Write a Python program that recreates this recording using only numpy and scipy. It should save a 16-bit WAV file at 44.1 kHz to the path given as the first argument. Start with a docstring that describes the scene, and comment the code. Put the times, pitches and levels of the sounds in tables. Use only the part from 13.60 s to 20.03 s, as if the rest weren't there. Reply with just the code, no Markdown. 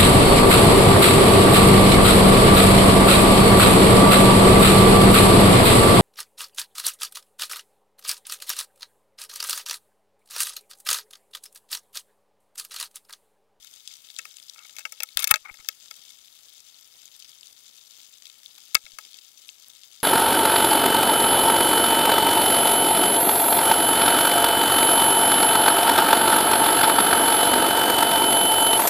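"""Snapping shrimp crackle all round a camera in a plastic housing under water, and fingers tick and rub on it.
Claws, nails and fittings are noise bursts and stick-slip grains ringing the resonant modes of the housing; low
thumps of the overloaded or stepping input are decaying sines. Only the left input has a microphone: the right one
carries amplifier hiss, tiny blips and a short fizz about twice a second."""
import sys
import numpy as np
from scipy import signal
from scipy.io import wavfile

SR = 44100
rng = np.random.default_rng(int(sys.argv[2]) if len(sys.argv) > 2 else 0)


def digitize_waveform(pressure):
    """Quantize a signal to 16-bit integers and store it at the path in sys.argv[1].

    Rows of a 2-D input are taken as channels; values are limited to [-1, 1].
    """
    field = np.atleast_2d(pressure).T
    bounded = np.clip(field, -1, 1)
    quanta = np.round(bounded * 32767).astype(np.int16)
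    wavfile.write(sys.argv[1], SR, quanta)


def volts(x):
    """Linear amplitude factor 10**(x/20) for a level x in dB, scalar or array-like."""
    e = np.asarray(x, float) / 20
    return 10 ** e


N = 283563

# Slow modes of the shell. Each row: frequency in Hz, width in Hz, relative level in dB.
SHELL_MODES = [(504, 22.5, -23), (621, 63, -14), (865, 34, -13), (1290, 56, -5.5), (1373, 170, -5),
               (1660, 76, -9.5), (1856, 86, -8), (2198, 100, 0.5), (2620, 99, 0)]
# Broad modes of the wall. Each row: frequency in Hz, width in Hz, relative level in dB.
WALL_MODES = [(3094, 500, -8.5), (3150, 310, -5.5), (3650, 550, 2.5), (3710, 610, -6), (4503, 207, -3),
              (5052, 217, -0.5), (5888, 164, -3.5), (6466, 790, 0.5), (7415, 254, -2.5)]
# Broad modes of the air pocket round the microphone. Each row: frequency in Hz, width in Hz, relative level in dB.
POCKET_MODES = [(8240, 600, -0.5), (9370, 590, -1.5), (10010, 550, -2), (10850, 790, -1.5),
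                (11260, 500, -4), (12840, 400, -3), (13250, 380, 1), (15400, 650, -1)]
# Slow swell of the far shrimp bed. Each row: time in seconds, relative level in dB.
BED_LEVEL = [(0, -48.5), (1.5, -50), (1.79, -50.5), (1.97, -51.5), (2.44, -51.5), (2.69, -53.5),
             (3.04, -53.5), (3.4, -54.5), (3.62, -53), (4.44, -53), (6.43, -52.5)]


def curve(rows):
    """Level curve, straight in dB between its rows, as a gain at every sample."""
    s, db = np.transpose(rows)
    return volts(np.interp(np.arange(N) / SR, s, db))


def ring(x, hz, width):
    """One two-pole mode; noise passes at a level free of the width."""
    r = np.exp(-np.pi * width / SR)
    w = 2 * np.pi * hz / SR
    mode = signal.lfilter([np.sqrt(1 - r * r) * np.sin(w)], [1, -2 * r * np.cos(w), r * r], x)
    # band-passed once more so that the valleys between modes stay dark
    edges = [hz / 1.3, min(hz * 1.3, 0.45 * SR)]
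    return signal.lfilter(*signal.butter(1, edges, "band", fs=SR), mode)


def strike(s, ms, groups, size=600, scatter_db=1.2):
    """Short decaying noise pushes; each drives every mode of every (modes, dB per push) group by its own amount."""
    crack_ms, crack_db = 0.19, 0.5
    age = np.arange(size)
    at = np.minimum((s * SR).astype(int)[:, None] + age, N - 1)
    body = np.exp(-age / (np.maximum(ms, 0.1)[:, None] * SR / 1000))
    # the first contact is the sharpest
    shape = body + volts(crack_db) * np.exp(-age / (crack_ms * SR / 1000))
    push = shape * rng.standard_normal(at.shape)
    # every push keeps the energy of its envelope, whatever its noise
    push *= np.linalg.norm(shape, axis=1, keepdims=True) / np.linalg.norm(push, axis=1, keepdims=True)
    out = 0
    for modes, db in groups:
        luck = rng.standard_normal((len(s), len(modes), 2))
        # signs differ from mode to mode, so their skirts do not add up
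        gain = volts(scatter_db * luck[..., 0]) * np.sign(luck[..., 1])
        for k, (hz, width, mode_db) in enumerate(modes):
            drive = push * (volts(db + mode_db) * gain[:, k])[:, None]
            train = np.bincount(at.ravel(), drive.ravel(), N)
            out = out + ring(train, hz, width)
    return out


def bed(count=3000, spread_db=2.0, tilt_db=7.0):
    """Hundreds of distant claws a second, in small flurries and mostly faint, over their own blur of noise."""
    chance = rng.random((count, 4))
    flurries = rng.random(count // 6) * N / SR
    s = np.clip(np.repeat(flurries, 6) + 0.05 * chance[:, 0] ** 2, 0, N / SR)
    ms = 0.13 + 0.62 * chance[:, 2]
    db = -spread_db * np.log(1 - chance[:, 1] * 0.95) - 3.0
    pocket_db = db - 13.5 + tilt_db * rng.standard_normal(count)
    upper_db = db + 0.9 * (chance[:, 3] - 0.5)
    groups = [(SHELL_MODES, db - 14.0), (WALL_MODES[:5], db), (WALL_MODES[5:], upper_db),
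              (POCKET_MODES, pocket_db)]
    crackle = strike(s, ms, groups, size=200)
    blur = np.zeros(N)
    for modes, share_db in ((SHELL_MODES, -22), (WALL_MODES, -11), (POCKET_MODES, -14)):
        for hz, width, mode_db in modes:
            blur += volts(mode_db + share_db) * ring(rng.standard_normal(N), hz, width)
    return curve(BED_LEVEL) * (crackle + blur)


def amplifier():
    """White hiss on both inputs; the open right one also picks up one-sided blips and bursts of fizz."""
    # Start of each fizz in seconds.
    fizz_starts = [.111, .672, 1.173, 1.793, 2.367, 2.852, 3.349, 3.889, 4.383, 4.945, 5.445, 6.060]
    fizz_s, fizz_db = 0.026, -56.5
    out = volts([[-65.5], [-66.8]]) * rng.standard_normal((2, N))
    t = np.arange(N) / SR
    fizz_gate = sum(volts(fizz_db) * ((t >= s) & (t < s + fizz_s)) for s in fizz_starts)
    fizz = fizz_gate * rng.laplace(size=N) * 0.8
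    # about 300 narrow and 60 wide blips a second, 6 and 18 samples long
    narrow = (rng.random(N) < 300 / SR) * rng.random(N)
    wide = (rng.random(N) < 60 / SR) * rng.random(N)
    blips = volts(-56) * np.convolve(narrow, np.ones(6), "same")
    blips += volts(-55) * np.convolve(wide, np.ones(18), "same")
    out[1] += fizz + blips - blips.mean()
    return out


def claws(s, db, centre_hz):
    """A sharp burst through the wall, hardly moving the shell; each claw has its own colour."""
    usual_ms, spread = 1.4, 0.3
    # a claw drives a mode less the further it lies from its centre
    off_centre_db_per_octave = 10
    ms = usual_ms * np.exp(spread * rng.standard_normal(len(s)))
    groups = []
    for modes, coupling_db in ((SHELL_MODES, -15), (WALL_MODES, -6), (POCKET_MODES, -8)):
        for mode in modes:
            octaves = abs(np.log2(mode[0] / centre_hz))
            groups.append(([mode], db + coupling_db - off_centre_db_per_octave * octaves))
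    return strike(s, ms, groups)


def snaps(count=150):
    """The nearest claws one by one, and a scatter of fainter ones at middle distance that follows the bed."""
    # The nearest shrimp. Each row: time in seconds, relative level in dB, centre in Hz.
    near_snaps = [(0.0463, -31.5, 3400), (0.1391, -34.5, 6200), (0.2757, -21, 5540), (0.3077, -31, 3100),
                  (0.3144, -29.5, 3630), (0.338, -28, 5000), (0.4873, -34.5, 3550), (0.5011, -24, 3400),
                  (0.5643, -27.5, 4760), (0.711, -35, 3560), (0.7687, -24, 5600), (0.7847, -30, 3900),
                  (0.7993, -28, 3470), (0.8272, -33.5, 5070), (0.8838, -35, 4890), (0.8966, -24.5, 4600),
                  (1.037, -40, 5700), (1.489, -33, 3530), (1.9714, -36.5, 3620), (2.0567, -38, 4530),
                  (2.1246, -47, 3470), (2.2584, -31.5, 3490), (2.2827, -34, 3740), (2.3401, -33, 3520),
                  (2.4514, -36, 3580), (2.5047, -29, 3370), (3.0034, -34, 5000), (3.4123, -41, 3700),
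                  (3.4321, -36.5, 3560), (3.456, -34.5, 7060), (3.478, -36, 5050), (3.4864, -41, 3790),
                  (3.5503, -36, 3840), (3.5964, -37, 4400), (3.6004, -30, 5080), (3.6234, -31.5, 3600),
                  (3.6454, -35, 3770), (3.6534, -38, 3150), (3.6835, -40, 7000), (3.6935, -34.5, 6400),
                  (3.7316, -39, 3610), (3.8097, -33.5, 4840), (3.831, -37, 3720), (3.8705, -37.5, 5770),
                  (3.9893, -42, 4920), (4.1825, -37.5, 3540), (4.3088, -34, 4870), (4.4024, -37.5, 3670),
                  (4.4307, -35.5, 3500), (4.622, -31.5, 3650), (4.6547, -34, 3900), (4.668, -30, 3200),
                  (4.6987, -30.5, 3450), (4.8322, -32.5, 5150), (4.8602, -30, 3700), (5.0028, -37, 5160),
                  (5.254, -35, 3810), (5.319, -34, 3700), (5.4505, -30.5, 3870), (5.5314, -31.5, 3670),
                  (5.5428, -28.5, 3900), (5.5873, -33, 3570), (5.6684, -42, 3460), (5.7743, -37.5, 3630),
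                  (5.882, -33, 7840), (5.89, -23.5, 3200), (5.8978, -35, 6520), (6.1, -31.5, 4370),
                  (6.2342, -32, 3540), (6.2427, -37, 3730), (6.4023, -34.5, 3820)]
    over_bed_db, scatter_db = 8, 0.5
    usual_hz, spread_octaves = 5200, 0.88
    chance = rng.standard_normal((count, 2))
    s = rng.random(count) * N / SR
    db = over_bed_db + scatter_db * chance[:, 0]
    centre_hz = usual_hz * 2 ** (spread_octaves * chance[:, 1])
    middle = claws(s, db, centre_hz)
    return claws(*np.transpose(near_snaps)) + curve(BED_LEVEL) * middle


def ticks():
    """Nails and fittings click on the housing and leave the shell ringing."""
    # Each row: time in seconds, relative wall level in dB, shell over wall in dB, air pocket over wall in dB,
    # contact decay in ms.
    tick_rows = [(0.5872, -27.5, -1, -5, 2.7), (.591, -29.5, 8.5, -18, 1.34), (.653, -38, 8, -3.5, 1.5),
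                 (.96, -53.5, 11.5, -12, 2.3), (.991, -37.5, 5, -18, 0.86), (1.095, -47.5, 2, -16, 1.5),
                 (1.165, -37, -2, -3, 3), (1.185, -31, 3, -8, 1.2), (1.192, -32.5, -1, -5, 2.2),
                 (1.205, -50, 6.5, -1, 6.7), (1.2525, -34.5, 12.5, -10, 4.5), (1.2551, -40, 10, -8, 2.5),
                 (1.3227, -37, 7, 1, 2.2), (1.403, -25.5, 4.5, -11, 1.9), (1.423, -41, 8.5, -7, 4.5),
                 (1.433, -23.5, 2, 1.5, 1.65), (1.572, -15, -3.5, -0.5, 1.08), (1.5919, -20, -5.5, -2, 2.6),
                 (1.597, -22.5, 1.5, 2, 2.2), (1.602, -24.5, -.5, 5, 2.5), (1.608, -31.5, 4, -2, 3.7),
                 (1.6225, -21, -0.5, -1, 5.7), (1.63, -25.5, 10.5, 6, 1.7), (1.642, -21, 2, 9, 2.7),
                 (1.6423, -9, -6, -11, 3), (1.673, -14.5, 1.5, 1, 1.8), (1.6765, -20, -5, 7, 2.1),
                 (1.692, -27, -15, -3, 2.2), (1.705, -23.5, 10, -10, 2.5), (1.71, -4.5, -10, 6, 2.9),
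                 (1.7121, -4, 7, 4, 1.88), (1.74, -9.5, 5, -10, 3.2), (1.7582, -16, 8, -6, 0.95),
                 (1.767, -39.5, 7, -2, 2.1), (1.941, -47.5, 4.5, -9, 4.1), (2.046, -44, 0.5, -18.5, 2.7),
                 (2.087, -21, -0.5, -5, 1.7), (2.3105, -31.5, 2, -12.5, 1.4), (4.979, -49.5, 2, -17, 5.7),
                 (5.1462, -22, 0, 2, 2.2), (5.151, -5, 1, -10, 1.52), (5.167, -34, 4.5, -30.5, 2.2),
                 (5.264, -44, 6.5, -17, 2.3), (5.386, -35, 5, -1.5, 2.8)]
    # the deep shell modes grow by less than the blow does
    deep_db, deep_db_per_db = -11.5, 0.77
    s, db, shell_db, pocket_db, ms = np.transpose(tick_rows)
    groups = [(SHELL_MODES[:3], deep_db_per_db * db + shell_db + deep_db),
              (SHELL_MODES[3:], db + shell_db - 2.0),
              (WALL_MODES, db),
              (POCKET_MODES, db + pocket_db)]
    return strike(s, ms, groups, size=900)


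def held_noise(size):
    """Random values, each held for size samples."""
    return np.repeat(rng.standard_normal(N // size + 1), size)[:N]


def friction(slides, modes, gain_db, grain_db, catch_db):
    """Dense uneven stick-slip grains, catching and letting go, excite the given modes while each slide lasts."""
    rise_db_per_s, fall_db_per_s = 1500, 1201
    t = np.arange(N) / SR
    roughness_db = grain_db * held_noise(64) + catch_db * held_noise(300)
    grains = rng.standard_normal(N) * volts(roughness_db)
    press = np.zeros(N)
    for s, length, db in slides:
        before_db = rise_db_per_s * np.maximum(s - t, 0)
        after_db = fall_db_per_s * np.maximum(t - s - length, 0)
        press += volts(db - before_db - after_db)
    return sum(volts(db + gain_db) * ring(grains * press, hz, width) for hz, width, db in modes)


def rubs():
    """Sliding skin moves only a few of the shell's modes; hard fittings shake shell, wall and lower air pocket."""
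    # A finger sliding on the shell. Each row: start in seconds, length in seconds, relative level in dB.
    finger_slides = [(.985, .07, -63), (1.15, .012, -60), (1.85, .048, -46), (1.99, .012, -61)]
    # Fittings grinding on the housing. Each row: start in seconds, length in seconds, relative level in dB.
    grinds = [(1.585, .06, -42.5), (1.675, 0.036, -42.5), (1.74, 0.033, -58), (5.155, 0.0034, -49)]
    skin_modes = SHELL_MODES[2:5] + SHELL_MODES[7:8]
    hard_modes = SHELL_MODES[3:] + WALL_MODES + POCKET_MODES[:2]
    skin = friction(finger_slides, skin_modes, gain_db=6.5, grain_db=4.0, catch_db=4.0)
    return skin + friction(grinds, hard_modes, gain_db=5.5, grain_db=3.5, catch_db=3.0)


def thumps():
    """Low thumps under the hardest knocks, where the input overloads or its level steps: quickly decaying sines."""
    # Each row: start in seconds, relative level in dB, frequency in Hz, decay in ms.
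    thump_rows = [(1.558, -41.5, 60.4, 7.6), (1.582, -47, 45, 9.6), (1.71, -14.5, 125, 5.4),
                  (5.15, -37.5, 297, 1.7)]
    out = np.zeros(N)
    for s, db, hz, ms in thump_rows:
        age = np.maximum(np.arange(N) / SR - s, 0)
        out += volts(db) * np.sin(2 * np.pi * hz * age) * np.exp(-age * 1000 / ms)
    return out


def scene():
    """The microphone and the thumps of its input on the left, nothing on the right, amplifier noise on both."""
    microphone = bed() + snaps() + ticks() + rubs()
    left = microphone + thumps()
    return np.array([left, np.zeros(N)]) + amplifier()


def stairs(rows):
    """Gain held from each row to the next."""
    s, db = np.transpose(rows)
    return volts(db[np.searchsorted(s, np.arange(N) / SR, side="right") - 1])


def top_cut(x):
    """Nothing passes above the cut-off."""
    return signal.sosfilt(signal.butter(12, 16000, fs=SR, output="sos"), x)


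def record(dry):
    """A steady offset rides on the stepped gain, so every step leaves a soft thump; overloads clip."""
    # Level steps of the left amplifier. Each row: time in seconds, gain in dB from then on.
    left_steps = [(0, 1), (1.563, 2.5), (1.583, -3), (1.597, -6.5), (1.760, -3), (1.912, 3.5), (5.152, 0.5),
                  (5.167, 2.5), (5.318, 3)]
    # Level steps of the right amplifier. Each row: time in seconds, gain in dB from then on.
    right_steps = [(0, 0), (1.726, -6), (1.817, -4), (1.997, 0), (5.244, -3.5), (5.335, 0)]
    offset = 0.008  # of full scale
    coupling_hz, top_hz = 16, 15750
    gain = np.array([stairs(left_steps), stairs(right_steps)])
    stepped = np.clip(gain * (dry + offset) - offset, -1, 1)
    coupled = signal.sosfilt(signal.butter(1, coupling_hz, "high", fs=SR, output="sos"), stepped)
    low_pass = signal.ellip(8, 0.1, 26, top_hz, fs=SR, output="sos")
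    mix = np.clip(signal.sosfiltfilt(low_pass, coupled), -1, 1)
    return top_cut(mix)


dry = scene()
out = record(dry)
digitize_waveform(out)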